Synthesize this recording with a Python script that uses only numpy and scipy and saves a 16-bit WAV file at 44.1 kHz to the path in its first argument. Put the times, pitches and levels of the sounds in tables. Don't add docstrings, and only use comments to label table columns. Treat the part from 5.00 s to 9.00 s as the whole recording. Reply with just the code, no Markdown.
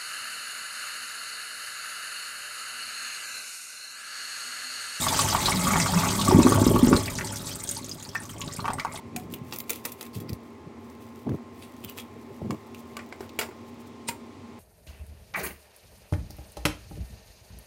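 import sys
import numpy as np
from scipy import signal
from scipy.fft import rfft, irfft
from scipy.io import wavfile
from scipy.ndimage import uniform_filter1d

SR = 44100
rng = np.random.default_rng(int(sys.argv[2]) if len(sys.argv) > 2 else 0)


def master(y):
    cut = np.clip(np.atleast_2d(y).T, -1, 1)
    pcm = np.round(cut * 32767)
    wavfile.write(sys.argv[1], SR, pcm.astype(np.int16))


N = 176400
T = np.arange(N) / SR


def undb(db):
    return 10 ** (np.asarray(db) / 20)


def unit(x):
    return x / np.sqrt(np.mean(x ** 2))


def curve(table, column=1):
    rows = np.array(table)
    return np.interp(T, rows[:, 0], rows[:, column])


def decay(t60, size):
    return np.exp(-np.log(1000) * T[:size] / t60)


def convolve(x, response):
    return signal.fftconvolve(x, response)[:N]


def bandpass(x, low_hz, high_hz, order=2):
    edges = [low_hz, min(high_hz, SR / 2 - 1)]
    return signal.sosfilt(signal.butter(order, edges, "bandpass", fs=SR, output="sos"), x)


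def colour(x, spectrum):
    hz, db = np.array(spectrum).T
    bins = np.fft.rfftfreq(2048, 1 / SR) + 1
    gain = undb(np.interp(np.log(bins), np.log(hz), db))
    cepstrum = irfft(np.log(gain))
    half = len(cepstrum) // 2
    cepstrum[1:half] *= 2
    cepstrum[half + 1:] = 0
    return convolve(x, irfft(np.exp(rfft(cepstrum))))


def wander(rate):
    step = int(SR / rate)
    noise = np.interp(np.arange(N) / step, np.arange(4000), rng.standard_normal(4000))
    return unit(uniform_filter1d(noise, step))


def impacts(rate, spread_db):
    hit = rng.random(N) < rate / SR
    size = undb(spread_db * np.clip(rng.standard_normal(N), -2, 2))
    return hit * size / np.sqrt(rate)


def add(out, at_s, sound):
    start = int(at_s * SR)
    out[start:start + len(sound)] += sound[:N - start]


def bubble(hz, cycles, glide, rise):
    periods = np.arange(int(SR * cycles / hz) + 2) * hz / SR
    envelope = (1 - np.exp(-periods / rise)) * np.exp(-np.log(1000) * periods / cycles)
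    phase = periods + glide * periods ** 2 / (2 * cycles)
    return envelope / envelope.max() * np.sin(2 * np.pi * phase)


def swarm(rate, low_hz, high_hz, cycles, glide, spread_db):
    out, sizes, pitch = np.zeros(N), impacts(rate, spread_db), rng.random(N)
    for i in np.flatnonzero(sizes):
        hz = low_hz * (high_hz / low_hz) ** pitch[i]
        add(out, i / SR, sizes[i] * np.sqrt(hz) * bubble(hz, cycles, glide, rise=1))
    return unit(out)


def burst(hz, width, t60):
    size = SR // 8
    noise = bandpass(rng.standard_normal(size), hz / width, hz * width, order=1)
    return unit(noise) * decay(t60, size)


# (frequency [Hz], level [dB])
AMBIENT_SPECTRUM = [(20, -27), (40, -12), (110, -13.5), (200, -2.5), (500, -13.5), (1200, -17.5),
                    (3000, -27), (16000, -34)]
def ambience():
    return undb(-50) * unit(colour(rng.standard_normal(N), AMBIENT_SPECTRUM))


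def reflections(x):
    size = SR // 3

    def tail(t60, delay_s, band_hz):
        echoes = rng.standard_normal(size) * decay(t60, size) * (T[:size] > delay_s)
        return bandpass(echoes / np.linalg.norm(echoes), *band_hz)
    basin = undb(-1) * tail(t60=0.039, delay_s=0.0019, band_hz=(495, SR / 2))
    room = undb(-4) * tail(t60=0.17, delay_s=0.0095, band_hz=(214, 2360))
    room_treble = undb(-12.5) * tail(t60=0.22, delay_s=0.012, band_hz=(2600, 14000))
    return convolve(x, basin + room + room_treble)


# (frequency [Hz], level [dB], 60 dB decay time [s])
BASIN_MODES = [(105.3, -3.5, 1), (177, -8, 0.1), (251.4, 0, 0.11), (267.5, -1, 0.14), (318, -2.5, 0.15),
               (373, -7, 0.27), (395.9, -2.5, 0.15), (499, -6, 0.044), (571, -4.5, 0.22),
               (639, -19.5, 0.17), (848, -13.5, 0.6), (948, -22, 0.078), (1113, -4, 0.15)]
def basin_ring():
    size = SR // 2
    ring = sum(undb(db) * decay(t60, size) * np.sin(2 * np.pi * hz * T[:size])
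               for hz, db, t60 in BASIN_MODES)
    return ring / np.linalg.norm(ring)


# (frequency [Hz], level [dB])
RUMBLE_SPECTRUM = [(15, -28), (24, -7), (40, -16), (100, -5), (160, 0.5), (400, -22), (1500, -38),
                   (16000, -64)]
# (time [s], level [dB])
DRUMMING = [(0, -38), (.15, -32.5), (.6, -32), (1.25, -31.5), (1.36, -17.5), (1.44, -25), (1.55, -22),
            (1.65, -25.5), (1.76, -20.5), (1.81, -28.5), (1.95, -22.5), (2.06, -36), (2.2, -36.5),
            (2.6, -42.5), (2.8, -42), (3.05, -47), (3.3, -47), (3.7, -39), (4, -50.5)]
def drumming():
    taps = impacts(curve(STREAM), spread_db=6.5) * rng.choice([-1, 1], N)
    dull_taps = signal.sosfilt(signal.butter(1, 700, fs=SR, output="sos"), taps)
    ring = unit(convolve(dull_taps, basin_ring()))
    rumble = undb(-3) * unit(colour(taps, RUMBLE_SPECTRUM))
    return (ring + rumble) * undb(curve(DRUMMING) - 1)


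# (time [s], frequency [Hz], level [dB])
WARBLE = [(.5, 175, -56), (.58, 187.8, -23), (.62, 191.4, -30), (.69, 196, -17), (.75, 185.5, -37),
          (.81, 174.4, -21), (.89, 171.6, -42), (.96, 179.4, -18.5), (1.0, 179.5, -19.5),
          (1.05, 181.5, -32), (1.13, 174.5, -35), (1.19, 187.8, -23), (1.3, 202.8, -34)]
def warble():
    hz = curve(WARBLE) * (1 + 0.08 * wander(rate=80))
    level_db = curve(WARBLE, column=2) + 2.5 * wander(rate=80)
    sounding = (T > WARBLE[0][0]) & (T < WARBLE[-1][0])
    return sounding * np.sin(2 * np.pi * np.cumsum(hz) / SR) * undb(level_db)


# (time [s], frequency [Hz], level [dB], ring length [cycles])
GLUGS = [(1.288, 290, -12, 5.3), (1.322, 376, -12.5, 20), (1.345, 178, -9, 5), (1.366, 247, -6.5, 6.8),
         (1.389, 286, -4, 6.4), (1.45, 262, -9, 6), (1.462, 296, -6, 6.6), (1.52, 367, -12, 5.2),
         (1.557, 330, -22, 8), (1.581, 626, -17.5, 18), (1.598, 685, -28, 19), (1.616, 268, -9.5, 8.9),
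         (1.666, 267, -5, 4.4), (1.707, 392, -15.5, 29), (1.712, 605, -24, 30), (1.742, 270, -12, 5),
         (1.754, 313, -10, 4.1), (1.828, 248, -7, 10.8), (1.872, 273, -7, 3), (1.913, 363, -12, 13),
         (1.927, 260, -5, 5.7), (1.946, 313, -15.5, 8.4), (1.965, 400, -20.5, 13)]
def glugs():
    gulps = np.zeros(N)
    for at, hz, db, cycles in GLUGS:
        add(gulps, at, undb(db) * bubble(hz, cycles, glide=0.083, rise=0.55))
    ring = np.std(gulps) * unit(convolve(gulps, basin_ring()))
    return gulps + undb(-5) * ring


# (time [s], frequency [Hz], level [dB], ring length [cycles])
PLOPS = [(.066, 1090, -17, 14), (.126, 890, -19, 11), (.191, 1080, -17.5, 17), (.328, 1180, -16, 7.4),
         (.348, 1016, -11, 15), (.483, 1060, -15, 12.5), (.52, 2160, -19.5, 50), (.669, 1230, -18.5, 24),
         (.706, 1260, -17.5, 31), (.735, 2160, -19.5, 44), (.758, 1240, -10.5, 5.4), (.8, 2060, -16.5, 13),
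         (.861, 1200, -14.5, 9), (.89, 800, -23.5, 27), (.936, 1280, -21.5, 18), (.973, 1044, -20.5, 18),
         (1.034, 1120, -18, 12), (1.057, 1170, -21, 6.4), (1.19, 1103, -27.5, 88), (1.277, 1144, -18, 43),
         (1.31, 897, -14, 12), (1.399, 1046, -16.5, 25), (1.468, 1090, -11, 11), (1.521, 1140, -15.5, 23),
         (1.543, 1380, -25, 20), (1.574, 1034, -18.5, 14), (1.665, 1140, -22, 14), (1.76, 1087, -15.5, 16),
         (1.929, 1130, -9.5, 5.8), (2.08, 2220, -22, 12), (2.187, 1700, -20, 11), (2.21, 1680, -20.5, 6.4),
         (2.328, 1400, -33, 14), (3.15, 1160, -22.5, 7), (3.154, 1780, -19.5, 42), (3.593, 1060, -25, 11),
         (3.644, 1000, -24, 12), (3.655, 1170, -17, 9), (3.68, 1110, -16.5, 8.5), (3.703, 920, -19, 6.4),
         (3.732, 810, -31, 36), (3.785, 1170, -22, 12), (3.798, 2060, -20.5, 14), (3.849, 976, -16.5, 9.1)]
# (time [s], frequency [Hz], level [dB], ring length [cycles])
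TICKS = [(.021, 3700, -20, 28), (.458, 3960, -10, 41), (.469, 4350, -16.5, 38), (1.283, 7900, -13, 52),
         (1.474, 8600, -20, 25), (1.497, 8530, -16.5, 50), (1.511, 6300, -21, 45), (1.646, 7160, -22, 52),
         (1.715, 8600, -23, 57), (1.964, 4200, -10, 13), (2.058, 4700, -25, 35), (2.154, 6050, -22.5, 27),
         (2.359, 6000, -22.5, 25), (2.556, 8500, -22, 35), (2.638, 8700, -20.5, 56),
         (2.691, 6830, -14.5, 43), (2.712, 8720, -15.5, 50), (2.845, 6330, -24.5, 22),
         (2.894, 6400, -24.5, 45), (2.914, 4900, -25, 82), (3.026, 6850, -24.5, 28), (3.09, 5540, -28, 18),
         (3.15, 4650, -29.5, 11), (3.22, 8240, -36, 33), (3.254, 6320, -30, 22), (3.416, 3060, -19.5, 8.9),
         (3.536, 7050, -24, 17), (3.565, 8600, -23, 18), (3.603, 4250, -26.5, 30), (3.734, 8360, -24, 160),
         (3.797, 4550, -25, 15), (3.956, 3640, -32, 25)]
def drops(table, glide, rise, slap_db):
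    out = np.zeros(N)
    for at, hz, db, cycles in table:
        add(out, at, undb(db) * bubble(hz, cycles, glide, rise))
        add(out, at, undb(db + slap_db) * burst(hz, width=1.48, t60=0.021))
    return out


# (frequency [Hz], level [dB])
BUBBLE_SPECTRUM = [(300, -15), (520, -10.5), (690, -8), (880, -3), (1200, -1.5), (1650, -10), (2200, -2.5),
                   (2800, -22), (6000, -12)]
# (time [s], level [dB])
BUBBLING = [(0, -34.5), (.08, -32), (.4, -33), (.55, -34.5), (.75, -30), (.9, -37), (1.05, -30),
            (1.15, -36), (1.38, -32), (1.58, -33.5), (1.82, -36.5), (1.95, -37.5), (2.08, -43.5),
            (2.2, -42), (2.4, -49), (2.75, -49.5), (3.05, -57), (3.55, -45.5), (3.69, -45.5), (3.77, -41.5),
            (4, -47.5)]
def bubbling():
    bubbles = swarm(0.55 * curve(STREAM), low_hz=407, high_hz=2764, cycles=18.4, glide=0.22, spread_db=5)
    return unit(colour(bubbles, BUBBLE_SPECTRUM)) * undb(curve(BUBBLING) - 3.5)


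# (time [s], level [dB], centre frequency [Hz])
SPLATS = [(0.0822, -11, 3600), (0.1329, -12, 4740), (0.162, -7.5, 4930), (0.19, -9, 3940),
          (0.208, -15, 6400), (0.3132, -13.5, 4500), (0.4249, -16, 3680), (0.5038, -12, 8500),
          (0.7087, -12, 6900), (0.7966, -10, 6590), (0.816, -8.5, 4760), (1.0855, -12, 3120),
          (1.1032, -10.5, 4490), (1.2103, -11.5, 3750), (1.2477, -16.5, 4890), (1.4952, -22, 5020),
          (1.5414, -27, 8200), (1.995, -22, 6310), (2.1758, -18.5, 5540), (2.243, -19, 8650),
          (2.2707, -22, 4660), (2.36, -28, 6320), (2.465, -16.5, 4570), (2.5218, -27, 4630),
          (2.747, -21, 8360), (3.5349, -34, 7520), (3.9564, -22, 3560)]
def splats():
    out, rise_s = np.zeros(N), 0.0021
    for at, db, hz in SPLATS:
        spray = burst(hz, width=1.16, t60=0.054)
        attack = 1 - np.exp(-T[:len(spray)] / rise_s)
        add(out, at, undb(db - 8) * spray * attack)
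    crackle = undb(4.5 * wander(rate=700))
    return colour(out * crackle, SPATTER_SPECTRUM)


# (frequency [Hz], level [dB])
SPATTER_SPECTRUM = [(300, -49), (1200, -4.5), (2700, -8.5), (3900, -5), (5600, -4), (8400, -1), (10500, -9),
                    (13500, -6), (16000, -14)]
def splashes(rate, spread_db):
    out = np.zeros(N)
    for band_hz in [(300, 3000), (3000, 5500), (5500, 9500), (8500, 17000)]:
        power = convolve(impacts(rate, spread_db) ** 2, decay(t60=0.0075, size=SR // 20))
        out += bandpass(np.sqrt(np.abs(power)) * rng.standard_normal(N), *band_hz)
    return unit(colour(out, SPATTER_SPECTRUM))


# (time [s], base impact rate [1/s], spatter level [dB])
STREAM = [(0, 3260, -29), (.18, 2250, -28), (.28, 2250, -30.5), (.45, 2280, -29), (.57, 1570, -29.5),
          (.8, 2100, -31.5), (.92, 1660, -31.5), (1.2, 1670, -32), (1.4, 1080, -33.5), (1.55, 1000, -31),
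          (1.8, 710, -34), (1.96, 920, -33.5), (2.12, 800, -40), (2.47, 890, -38.5), (2.6, 430, -41.5),
          (2.75, 315, -39.5), (2.82, 270, -45.5), (3.15, 245, -46.5), (3.55, 240, -45), (3.75, 203, -53.5),
          (4, 176, -46)]
def spatter():
    rate = curve(STREAM)
    spray = splashes(0.63 * rate, spread_db=9)
    bubbles = swarm(0.9 * rate, low_hz=2422, high_hz=11320, cycles=30, glide=0.12, spread_db=12.5)
    fizz = unit(colour(bubbles, SPATTER_SPECTRUM))
    spurts_db = 1.8 * wander(rate=110)
    flow = undb(curve(STREAM, column=2) + spurts_db - 6.5)
    return spray * flow, fizz * flow


def scene():
    plops = drops(PLOPS, glide=0.1, rise=0.54, slap_db=-13)
    ticks = undb(-2) * drops(TICKS, glide=0.035, rise=1, slap_db=-11)
    water = [*spatter(), splats(), bubbling(), warble() + glugs(), plops, ticks]
    return (ambience() + sum(x + reflections(x) for x in water) + drumming())[None]


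def record(dry):
    low_hz, high_hz = 33, 15800
    dry = signal.sosfilt(signal.butter(6, low_hz, "highpass", fs=SR, output="sos"), dry)
    return signal.sosfilt(signal.ellip(10, 0.2, 80, high_hz, fs=SR, output="sos"), dry)


dry = scene()
out = record(dry)
master(out)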